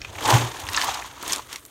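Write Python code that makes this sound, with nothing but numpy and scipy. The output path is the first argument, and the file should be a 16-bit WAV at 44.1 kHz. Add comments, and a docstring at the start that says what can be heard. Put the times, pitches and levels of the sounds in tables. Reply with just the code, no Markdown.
"""Scoop in dry feed pellets

A plastic scoop is pushed through dry feed pellets in a thin metal bin, lifted and shaken, near a camera.
Crowds of noise puffs and tiny tones make the pellets rustle, and a moving resonance is the scoop's hollow.
Gritty noise puffs crunch, damped modes ring as pellets knock on the scoop, and both echo in the bin.
Brief low tones are the bin booming under the push, over a fading noise rumble and faint air."""
import sys
import numpy as np
from scipy import signal
from scipy.fft import rfft, irfft, next_fast_len
from scipy.io import wavfile

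SR = 44100
rng = np.random.default_rng(int(sys.argv[2]) if len(sys.argv) > 2 else 0)


def transcribe(u):
    """Save the signal u as a 16-bit wav file named by the first command-line argument.

    u: samples, shape (n,) or (channels, n), limited to [-1, 1]; the rate is SR.
    q: integer samples, one column per channel.
    """
    v = np.clip(np.atleast_2d(u).T, -1, 1)
    q = np.round(v * 32767).astype(np.int16)
    wavfile.write(sys.argv[1], SR, q)


N = 74970  # length in samples


def amp(db):
    """Decibels to amplitude."""
    return 10 ** (np.asarray(db) / 20)


def unit(x):
    """x scaled to rms 1."""
    return x / np.sqrt(np.mean(x ** 2) + 1e-20)


def filtered(x, response):
    """x with its spectrum multiplied by a response of frequency."""
    m = next_fast_len(len(x) + 8192)
    return irfft(rfft(x, m) * response(np.fft.rfftfreq(m, 1 / SR)), m)[:len(x)]


def coloured(x, points):
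    """x shaped by (Hz, dB) points joined on a log frequency axis, rms 1."""
    f, db = np.transpose(points)
    return unit(filtered(x, lambda hz: amp(np.interp(np.log(hz + 1), np.log(f + 1), db))))


# Movements: trickle, push, its last shove, lift, slide, shake, the shake's onset, settle, last strays.
# Columns: full_from_s, hold_s, rise_db_per_s, fall_db_per_s,
#          rustle_db, hollow_rattle_db, heap_thud_db, chaff_fizz_db
MOVEMENTS = [(.0, 0.89, 101, 20.5, -49, -63.5, -50, -63),
             (0.2957, 0.073, 167, 306, -23.5, -20.5, -27.5, -34),
             (0.4006, 0.028, 294, 217, -31, -29, -31, -42), (0.48, 0.31, 97, 58, -40.5, -40.5, -47, -49),
             (0.775, 0.12, 167, 71.5, -31, -30.5, -50.5, -42.5),
             (1.2985, 0.038, 193, 208, -31, -39, -43, -38),
             (1.218, 0.186, 252, 500, -46.5, -44.5, -47.5, -62),
             (1.529, 0.011, 244, 309, -39, -41.5, -48.5, -47.5),
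             (1.42, .3, 100, 50, -57.5, -61.5, -58.5, -55.5)]
# Colour of pellets rubbing together. Columns: freq_hz, level_db (per Hz, relative)
RUSTLE_COLOUR = [(760, -14.5), (1300, -1.5), (1830, -1.5), (2600, -3), (3500, -1), (4580, -7.5),
                 (4950, -10.5), (6550, -3), (10500, -25.5), (13600, -26), (22000, -120)]
# Colour of the heap's dull thud. Columns: freq_hz, level_db (per Hz, relative)
HEAP_COLOUR = [(88, -3), (150, -8.5), (236, -7), (275, 0.5), (394, -1.5), (700, -7), (910, -23),
               (1540, -120)]
# Colour of the fine chaff. Columns: freq_hz, level_db (per Hz, relative)
CHAFF_COLOUR = [(5000, -30), (8500, -5.5), (10500, -12), (13200, -10.5), (16000, -19.5)]
TICK_DB = -11  # against the rustle


def pellets():
    """Each movement swells, holds and dies; four crowds of contacts follow it at their own levels."""
    t = np.arange(N) / SR
    power = np.zeros((4, N))
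    for start, hold, rise, fall, *levels in MOVEMENTS:
        drop_db = rise * np.maximum(start - t, 0) + fall * np.maximum(t - start - hold, 0)
        power += amp(2 * (np.array(levels)[:, None] - drop_db))  # doubled dB: amplitude squared
    rustle = coloured(patter(570, 3.7, 0.0018, 0.093), RUSTLE_COLOUR) + amp(TICK_DB) * ticks()
    rattle = hollow(patter(200, 2.1, 0.0034, 0.17))
    thud = coloured(patter(87, 6.1, 0.0041, 0.86), HEAP_COLOUR)
    fizz = coloured(patter(250, 5.5, 0.00041, 0.5), CHAFF_COLOUR)
    return (np.sqrt(power) * [rustle, rattle, thud, fizz]).sum(axis=0)


def patter(per_s, scatter_db, life_s, hiss):
    """White contacts of uneven size, each a short puff of noise, over a share of steady hiss."""
    hits = rng.random(N) < per_s / SR
    sizes = hits * amp(scatter_db * np.minimum(rng.exponential(size=N), 3))
    t = np.arange(SR // 50) / SR
    puff_power = t / life_s * np.exp(-t / life_s)
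    power = signal.fftconvolve(sizes ** 2, puff_power)[:N]
    hiss = np.clip(hiss, 0, 1)
    return np.sqrt(hiss + (1 - hiss) * np.abs(power) / power.mean()) * rng.standard_normal(N)


TICKS_PER_S, TICK_SCATTER_DB = 350, 2.5
TICK_HZ, TICK_SPREAD_OCT = 4016, 0.532
TICK_CYCLES = 3.4  # cycles to die to 1/e


def ticks():
    """Single pellets knocking together: tiny damped tones at random times, pitches and sizes, rms 1."""
    at, size = rng.random((2, 1500))
    on = np.arange(len(at)) < TICKS_PER_S * N / SR
    hz = np.clip(TICK_HZ * 2 ** (TICK_SPREAD_OCT * rng.standard_normal(len(at))), 600, 14000)
    strength = on * amp(-TICK_SCATTER_DB * np.log(size + 0.024))
    k = np.arange(256)
    turns = hz[:, None] * k / SR
    tones = np.sin(2 * np.pi * turns) * np.exp(-turns / TICK_CYCLES) * strength[:, None]
    places = (at * N).astype(int)[:, None] + k
    return unit(np.bincount(places.ravel(), tones.ravel())[:N])


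# Pitch of the scoop's cavity as it tilts and fills. Columns: time_s, pitch_hz
HOLLOW_PITCH = [(.1, 842), (.33, 870), (.6, 910), (.77, 1060), (.87, 884), (1.05, 958), (1.7, 1070)]
HOLLOW_WIDTH_HZ = 508  # of one pass; the sound passes twice


def hollow(x):
    """The scoop's cavity: one resonance whose pitch moves with tilt and filling, rms 1."""
    s, hz = np.transpose(HOLLOW_PITCH)
    pitch = np.interp(np.arange(N) / SR, s, hz)
    step = 100.
    out = np.zeros(N)
    for centre in np.arange(7, 14) * step:  # crossfade between fixed resonances

        def ring(f):
            loss = 1j * f * HOLLOW_WIDTH_HZ
            return loss / (centre * centre - f * f + loss)

        share = np.clip(1 - abs(pitch - centre) / step, 0, 1)
        out += share * filtered(filtered(x, ring), ring)
    return unit(out)


# Single crunches. Columns: start_s, level_db, centre_hz, spread_octaves, length_ms
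CRUNCH_HITS = [(0.016, -24, 4500, 0.27, 1.86), (0.046, -35, 4340, 0.54, 5.2),
               (0.1522, -30, 2280, 0.23, 4.7), (0.1828, -26, 2280, 0.26, 5),
               (0.2519, -19.5, 4100, 0.52, 11), (0.3017, -11, 3200, 0.88, 6.5),
               (0.599, -27.5, 7450.0, 1.3, 3.9), (0.6684, -22.5, 2660, 0.34, 1.6),
               (0.6872, -17.5, 2470, 0.77, 3.1), (0.7317, -22, 5690.0, 1.1, 4.2),
               (0.746, -14, 2830, 0.5, 3.5), (0.762, -16, 6130, 0.2, 8.1), (0.7742, -10, 3530, 0.2, 1.66),
               (0.78, -24, 4500, 0.88, 4.4), (0.8135, -12.5, 3200, 0.65, 3.7),
               (0.82, -19.5, 3590, 0.65, 6.6), (0.841, -20.5, 6600, 1.2, 7.9),
               (0.9413, -23.5, 4800, 0.5, 6.8), (1.2264, -25.5, 5350, 1.1, 4),
               (1.2785, -19, 6150, 0.72, 2.7), (1.2967, -20, 3860, 0.37, 2.9),
               (1.3229, -6.5, 6800, 0.18, 0.98), (1.3309, -9, 6200, 0.53, 1.1),
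               (1.334, -9.5, 4630, 0.5, 1.4), (1.361, -13.5, 5670, 0.49, 0.74),
               (1.3824, -26.5, 5600, 0.49, 2.2), (1.528, -22.5, 4400, 0.78, 3.6),
               (1.5586, -20, 4100, 0.58, 2.3), (1.6516, -29.5, 8040, 0.91, 1.8),
               (1.662, -33, 10000, 0.37, 1.7)]
CRUNCH_RISE, CRUNCH_FALL_DB = 0.29, 12.5  # rise as a share of the length, fall over one length
CRUNCH_GRIT = 0.94  # 0 is a smooth puff, higher a cluster of spikes


def crunches():
    """Each crunch is a short gritty puff of noise around its own centre."""
    out, t = np.zeros(N + SR), np.arange(1024) / SR
    noises = rng.standard_normal((len(CRUNCH_HITS), len(t)))
    for (s, db, hz, spread, ms), noise in zip(CRUNCH_HITS, noises):

        def band(f):
            bell = np.exp(-(np.log2((f + 1) / hz) / (2 * spread)) ** 2)
            return bell * np.sqrt(hz / (f + hz))  # tilted towards the lows

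        grit = filtered(noise * abs(noise) ** CRUNCH_GRIT, band)
        u = 1000 * t / ms
        shape = (1 - np.exp(-u / CRUNCH_RISE)) * amp(-CRUNCH_FALL_DB * u ** 2)
        puff = unit(grit * shape) * np.sqrt(np.mean(shape ** 2))
        out[round(s * SR):][:len(t)] += amp(db) * puff
    return out[:N]


# Modes of the scoop's wall. Columns: freq_hz, t60_s
SCOOP_MODES = [(340, 0.042), (880, 0.026), (1010, .035), (1120, 0.02), (1300, 0.012), (1720, 0.017),
               (2050, 0.011), (2500, 0.019), (2950, 0.0067), (3640, 0.018)]
# Pellets knocking on the scoop. Columns: start_s, level_db, centre_hz
KNOCK_HITS = [(.0175, -25, 2210), (.048, -27.5, 1390), (.0485, -21.5, 2500), (.325, -12.5, 1020),
              (.364, -19.5, 830), (0.564, -25.5, 1630), (0.7756, -7, 1480), (.781, -11, 1550),
              (.794, -19, 1520), (.823, -15.5, 1570), (.836, -18.5, 1030), (.855, -28, 900),
              (.972, -24.5, 1280), (1.023, -24.5, 2080), (1.0455, -32, 950), (1.055, -33, 980),
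              (1.138, -47, 2910), (1.1765, -30.5, 1220), (1.226, -33, 350), (1.233, -22, 1320),
              (1.278, -32, 357), (1.382, -31.5, 1020), (1.394, -28, 1010), (1.559, -35, 1790)]
KNOCK_SPREAD_OCT, KNOCK_RISE_S = 0.19, 0.00049  # reach around the centre; onset time constant


def knocks():
    """Each knock rings the modes of the scoop that lie near its centre."""
    out, t = np.zeros(N + SR), np.arange(SR // 20) / SR
    hz, t60 = np.transpose(SCOOP_MODES)[:, :, None]
    phases = rng.random((len(KNOCK_HITS), len(SCOOP_MODES), 1))  # in turns
    for (s, db, centre), phase in zip(KNOCK_HITS, phases):
        share = np.exp(-(np.log2(hz / centre) / (2 * KNOCK_SPREAD_OCT)) ** 2)
        modes = share * amp(-60 * t / t60) * np.sin(2 * np.pi * (hz * t + phase))
        ring = modes.sum(axis=0) * (1 - np.exp(-t / KNOCK_RISE_S))
        out[round(s * SR):][:len(t)] += amp(db) * ring
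    return out[:N]


BIN_T60_S, BIN_DB = 0.078, -10


def bin_echo(x):
    """A short dense echo off the metal walls: x convolved with decaying noise."""
    t = np.arange(SR // 5) / SR
    tail = rng.standard_normal(len(t)) * amp(-60 * t / BIN_T60_S) * (t > .002)
    return signal.fftconvolve(x, tail / np.linalg.norm(tail))[:N]


# Low shudders of the bin. Columns: centre_s, level_db, pitch_hz, length_s (centre to 1/e)
BIN_SHUDDERS = [(0.023, -36.5, 50, 0.0078), (0.096, -46, 90, 0.024), (0.178, -40.5, 95, 0.022),
                (0.285, -34, 110, 0.03), (0.348, -12.5, 119, 0.017), (0.365, -41, 45, 0.034),
                (0.414, -25, 119, 0.06), (0.639, -33, 85, 0.01), (0.698, -35, 85, 0.018),
                (0.769, -41, 60, 0.022), (0.906, -42.5, 62, 0.02), (1.04, -48, 55, 0.047)]
SHUDDER_ROUGH = 0.28  # depth of the random wavering


def shudders():
    """The bin's floor and walls sing low notes of wavering strength for a moment when pushed."""
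    t = np.arange(N) / SR
    waver = 1 + SHUDDER_ROUGH * coloured(rng.standard_normal(N), [(0, -18), (40, 13), (120, -34)])
    notes = np.zeros(N)
    for s, db, hz, length in BIN_SHUDDERS:
        swell = np.exp(-((t - s) / length) ** 2)
        notes += np.sqrt(2) * amp(db) * swell * np.sin(2 * np.pi * hz * t)
    return waver * notes


# Colour of the rumble from bin and hand. Columns: freq_hz, level_db (per Hz, relative)
GRIP_COLOUR = [(30, -32), (48, -1.5), (90, -1), (140, -7.5), (300, -70)]
RUMBLE_DB, RUMBLE_FADE_DB_PER_S = -47.5, 5.5  # level at the start, steady fade


def handling():
    """Low noise rumble from bin and hand, fading as the scoop comes to rest."""
    fade = amp(RUMBLE_DB - RUMBLE_FADE_DB_PER_S * np.arange(N) / SR)
    return fade * coloured(rng.standard_normal(N), GRIP_COLOUR)


# Colour of the air: barn and camera. Columns: freq_hz, level_db (per Hz, relative)
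AIR_COLOUR = [(60, -6), (400, -21), (1000, -37), (16000, -18)]
AIR_DB = -61.5


def air():
    """Steady background noise of barn and camera."""
    return amp(AIR_DB) * coloured(rng.standard_normal(N), AIR_COLOUR)


def scene():
    """Pellets, crunches and knocks with the bin's echo, shudders, rumble and air."""
    snaps = crunches() + knocks()
    echo = amp(BIN_DB) * bin_echo(snaps)
    return (pellets() + snaps + echo + shudders() + handling() + air())[None]


LOW_CUT_HZ, TOP_HZ = 34, 15800


def record(dry):
    """The camera thins the deep bass and keeps nothing above its band limit."""

    def response(hz):
        low_cut = (1j * hz / (LOW_CUT_HZ + 1j * hz)) ** 2
        return (hz < TOP_HZ) * low_cut

    return filtered(dry[0], response)[None]


dry = scene()
out = record(dry)
transcribe(out)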